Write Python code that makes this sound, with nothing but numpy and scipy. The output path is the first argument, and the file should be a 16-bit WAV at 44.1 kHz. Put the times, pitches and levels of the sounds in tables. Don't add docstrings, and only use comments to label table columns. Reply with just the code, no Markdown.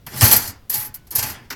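import sys
import numpy as np
from scipy import signal
from scipy.fft import rfft, irfft
from scipy.io import wavfile

SR = 44100
rng = np.random.default_rng(int(sys.argv[2]) if len(sys.argv) > 2 else 0)


def pcm_store(signal):
    levels = np.round(np.clip(np.atleast_2d(signal), -1, 1) * 32767)
    wavfile.write(sys.argv[1], SR, levels.astype(np.int16).T)


N = 68355
T = np.arange(N) / SR

# time in seconds, strength in dB in the case, the frame and the racks.
KNOCKS = [(.0645, -7.5, -14, -8.5), (.141, -26, -24.5, -13.5), (0.175, -29, -15, -3), (.209, 8.5, -4, 7.5),
          (0.2167, 8.5, 2, 9), (0.239, -32, -2, 19), (.276, -4, -6.5, 12), (0.311, 9.5, 11, 17),
          (0.3239, 3, 12, 22.5), (.331, 3.5, 13, 6), (0.361, -8, 7.5, 17), (0.42, -34, -4.5, -6),
          (0.475, -21, -4.5, -3), (0.6962, -13.5, -2.5, 8), (0.74, -33, -6, 8.5), (0.941, -24, -13.5, -3.5),
          (0.952, -25, -27, -8.5), (1.068, -30.5, -26, -24), (1.1062, -28, -17, -3.5), (1.151, -10, -7, 6),
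          (1.182, -6.5, -11, 7), (1.1875, -4, 5, -7), (1.225, -1.5, 2, 3), (1.2332, -8, -2, -12)]
# time in seconds, then friction level,
# brightness, pressure on the frame and worktop rumble, all in dB.
STROKES = [
    [(.062, -58.5, 6, 1, -46.5), (.135, -43.5, -9.5, 0.5, -33.5), (.165, -34, -2, -1, -35.5),
     (.203, -37, -1, 9.5, -31), (.218, -15.5, -2.5, 0.5, -21.5), (.28, -22, 0.5, 0.5, -31),
     (.303, -24, 1, 2, -21.5), (.325, -19.5, -3, -1.5, -34), (.368, -32.5, 5, 2, -29.5),
     (.405, -35, 0, 1, -46), (.455, -38, -1.5, 2, -41.5), (.50, -43.5, -0.5, 2.5, -43),
     (.53, -77.5, -7, 2, -56)],
    [(.696, -33.5, 2.5, -6, -54), (.732, -34, 2, 0.5, -36.5), (.745, -28.5, 3, 1, -52),
     (.775, -34.5, 5, -1.5, -53), (.805, -32.5, 1.5, -4.5, -54), (.86, -41, 4.5, -2, -44.5),
     (.885, -57, 1, -4, -53), (.90, -80, -2, -2, -56)],
    [(1.106, -39, 4.5, -0.5, -40.5), (1.142, -43, -6, -4, -42), (1.153, -24.5, 6.5, 1, -37),
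     (1.19, -31, -4.5, -0.5, -43.5), (1.218, -41, 5.5, 0, -44.5), (1.24, -32, -4.5, -5.5, -39.5),
     (1.262, -34.5, -1, -1.5, -42), (1.295, -32, -3, -1, -45), (1.325, -43.5, -2, -2.5, -51),
     (1.36, -57, -19.5, 0, -52.5), (1.40, -63, -9, -5.5, -45.5), (1.46, -66, -12.5, -1.5, -52.5)],
]
# start in seconds, relative level in dB, pitch in Hz, swell in seconds.
THUMPS = [(0.059, -33.5, 142, .014), (0.2202, -1, 109, 0.015), (0.224, -8.5, 79.8, 0.015),
          (.222, -14, 225.6, 0.017), (.368, -23, 109.3, 0.011), (0.469, -29.5, 92.2, 0.021),
          (0.771, -28.5, 113, 0.014), (1.178, -23.5, 105.7, .013), (1.233, -26.5, 114, 0.013)]
# time in seconds, strength in dB.
SNAPS = [(1.5017, 1.5), (1.509, -9), (1.522, -5)]
# frequency in Hz, relative density in dB.
CASE_COLOUR = [(140, -21), (200, 2.5), (270, -5), (400, -3), (620, -3.5), (900, 2), (1250, -1.5), (1800, 2),
               (2600, -2.5), (3400, -5), (4800, -33)]
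FRAME_COLOUR = [(2400, -13), (3600, -14), (4500, 0), (5700, -1.5), (6800, -3), (7700, -6), (9000, -4),
                (11000, -6.5)]
RACK_COLOUR = [(7500, -8), (9500, -15), (10900, -7.5), (11300, -1), (12250, 6), (13200, 5), (14300, -5),
               (15500, -5.5), (17000, -9)]
WORKTOP_COLOUR = [(25, -18), (55, -22.5), (78, -1.5), (105, 1), (132, 3), (162, -20), (195, -5), (245, -6),
                  (310, -14.5), (390, -12.5), (500, -17.5), (650, -28)]
CONTROL_COLOUR = [(150, -2.5), (400, -2), (650, -19), (950, 3), (1550, 2), (2300, 2), (3300, -10.5),
                  (4900, -1), (7000, -9.5), (9500, -23), (12500, -6.5), (16000, -8)]
ROOM_COLOUR = [(25, 2), (45, -0.5), (100, 3), (170, -8), (300, -11.5), (600, -20), (1500, -27), (3500, -29),
               (9000, -38.5), (16000, -33)]
# frequency in Hz, relative level in dB, t60 in seconds.
SHELL_MODES = [(850, 2, .33), (965, 0, .15), (1528, -10, .25), (1599, -12, .3), (1771, -2, .22),
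               (2018, -7, .28), (4467, -3, .27), (4764, -2, .25), (5044, -4, .32), (5447, -3, .24),
               (5760, -6, .15), (6062, -6, .15)]
RACK_MODES = [(11230, -4, .1), (11446, -5, .1), (11803, 0, .1), (12231, 3, .1), (12348, -1, .1),
              (12661, -4, .1), (12844, -4, .15), (13757, -10, .1)]
LATCH_MODES = [(2430, -13.5, .014), (5380, -2, .016), (8560, 2.5, 0.01)]
SPRING_MODES = [(1490, -6, 0.57), (2220, -8.5, .4), (2940, -5, 0.25)]
# frequency in Hz, level against the first ring in dB, t60 in seconds.
TAIL = [(200, -14.5, 0.19), (890, -21.5, 0.52), (2320, -8.5, 0.27), (5000, -26.5, 0.32), (8640, -3.5, 0.11),
        (12600, -43.5, 0.26), (16000, -14, .14)]


def carriage(level, bright_db, pressure_db):
    times, case_db, frame_db, rack_db = np.transpose(KNOCKS)
    judder_db = 1.78 * drift(hz=70)
    friction = level * slips() * amp(judder_db)
    on_case = clicks(times, case_db) + friction * amp(-4 - bright_db)
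    on_frame = clicks(times, frame_db) + friction * amp(.5 + pressure_db)
    on_racks = clicks(times, rack_db) + friction * amp(4.5 + bright_db)
    case = shaken(on_case, CASE_COLOUR, t60=.037)
    shell_ring = amp(-40.5) * drive(on_case, modes(SHELL_MODES))
    frame = shaken(on_frame, FRAME_COLOUR, t60=.053)
    racks = shaken(on_racks, RACK_COLOUR, t60=.042)
    free_db = np.where(T > .6, -47, -38)
    rack_ring = drive(amp(free_db) * on_racks, modes(RACK_MODES))
    return case + shell_ring + frame + racks + rack_ring


def sliding():
    level, bright_db, pressure_db, rumble = np.zeros((4, N))
    for stroke in STROKES:
        times, level_db, brightness, pressure, rumble_db = np.transpose(stroke)
        moving = (T >= times[0]) & (T < times[-1])
        level += moving * amp(np.interp(T, times, level_db))
        bright_db += moving * np.interp(T, times, brightness)
        pressure_db += moving * np.interp(T, times, pressure)
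        rumble += moving * amp(np.interp(T, times, rumble_db))
    return level, bright_db, pressure_db, rumble


def slips(per_second=3500, spread_db=1):
    sizes = amp(spread_db * np.minimum(rng.exponential(1, N), 4))
    signs = rng.choice([-1, 1], N)
    slipping = rng.random(N) < per_second / SR
    return unit(sizes * signs * slipping)


def latch():
    return drive(clicks(times=[.2102], db=[-6]), modes(LATCH_MODES))


def worktop(rumble):
    out = amp(1) * shaken(rumble * slips(), WORKTOP_COLOUR, t60=.1)
    for start, db, hz, swell_s in THUMPS:
        age = np.maximum(T - start, 0)
        swell = (age / swell_s * np.exp(1 - age / swell_s)) ** 3
        out += amp(db - 3) * swell * np.sin(2 * np.pi * hz * age)
    return out


def control():
    times, db = np.transpose(SNAPS)
    return shaken(clicks(times, db), CONTROL_COLOUR, t60=.051)


def spring():
    return drive(clicks(times=[.944], db=[-51.5]), modes(SPRING_MODES))


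def room_tone():
    hz = np.arange(N // 2 + 1) * SR / N
    spectrum = rfft(rng.standard_normal(N)) * amp(at_hz(ROOM_COLOUR, hz))
    return amp(-48.5) * unit(irfft(spectrum, N))


def shaken(force, colour, t60):
    place = np.pi / 2 * drift(hz=24.7)
    shares = np.cos(place), np.sin(place)
    return sum(drive(force * share, crowded_modes(colour, t60)) for share in shares)


def crowded_modes(colour, t60, build_s=.0037):
    edges = np.geomspace(30, 18000, 41)
    noise = rng.standard_normal((2, N)) * (1 - np.exp(-T / build_s))
    out = np.zeros(N)
    for k, (low, high) in enumerate(zip(edges, edges[1:])):
        hz = np.sqrt(low * high)
        if colour[0][0] < hz < colour[-1][0]:
            tail = amp(at_hz(TAIL, hz) - 60 * T / at_hz(TAIL, hz, column=2))
            fade = amp(-60 * T / t60) + tail
            band_pass = signal.butter(2, [low, high], "band", fs=SR, output="sos")
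            band = signal.sosfilt(band_pass, noise[k % 2] * fade + 1e-18)
            out += unit(band) * amp(at_hz(colour, hz)) * np.sqrt(high - low)
    return unit(out) / np.sqrt(N)


def modes(table):
    return sum(amp(db - 60 * T / t60) * np.sin(2 * np.pi * hz * T + rng.uniform(0, 2 * np.pi))
               for hz, db, t60 in table)


def clicks(times, db):
    out = np.zeros(N)
    np.add.at(out, (np.asarray(times) * SR).astype(int), amp(db))
    return out


def drive(force, response):
    return signal.fftconvolve(force, response)[:N]


def drift(hz):
    pole = np.exp(-2 * np.pi * hz / SR)
    wander = signal.lfilter([1], [1, -2 * pole, pole * pole], rng.standard_normal(2 * N))
    return unit(wander[N:])


def at_hz(table, hz, column=1):
    rows = np.array(table)
    return np.interp(np.log(np.maximum(hz, 1)), np.log(rows[:, 0]), rows[:, column])


def amp(db):
    return 10 ** (np.asarray(db) / 20)


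def unit(x):
    return x / np.sqrt(np.mean(x ** 2) + 1e-20)


def scene():
    level, bright_db, pressure_db, rumble = sliding()
    toaster = carriage(level, bright_db, pressure_db) + latch() + worktop(rumble) + control() + spring()
    return (toaster + room_tone())[None]


def record(dry, ceiling=.95, cutoff_hz=17000):
    rounded = ceiling * np.tanh(dry / ceiling)
    low_pass = signal.ellip(10, .1, 70, cutoff_hz, fs=SR, output="sos")
    return signal.sosfilt(low_pass, rounded)


dry = scene()
out = record(dry)
pcm_store(out)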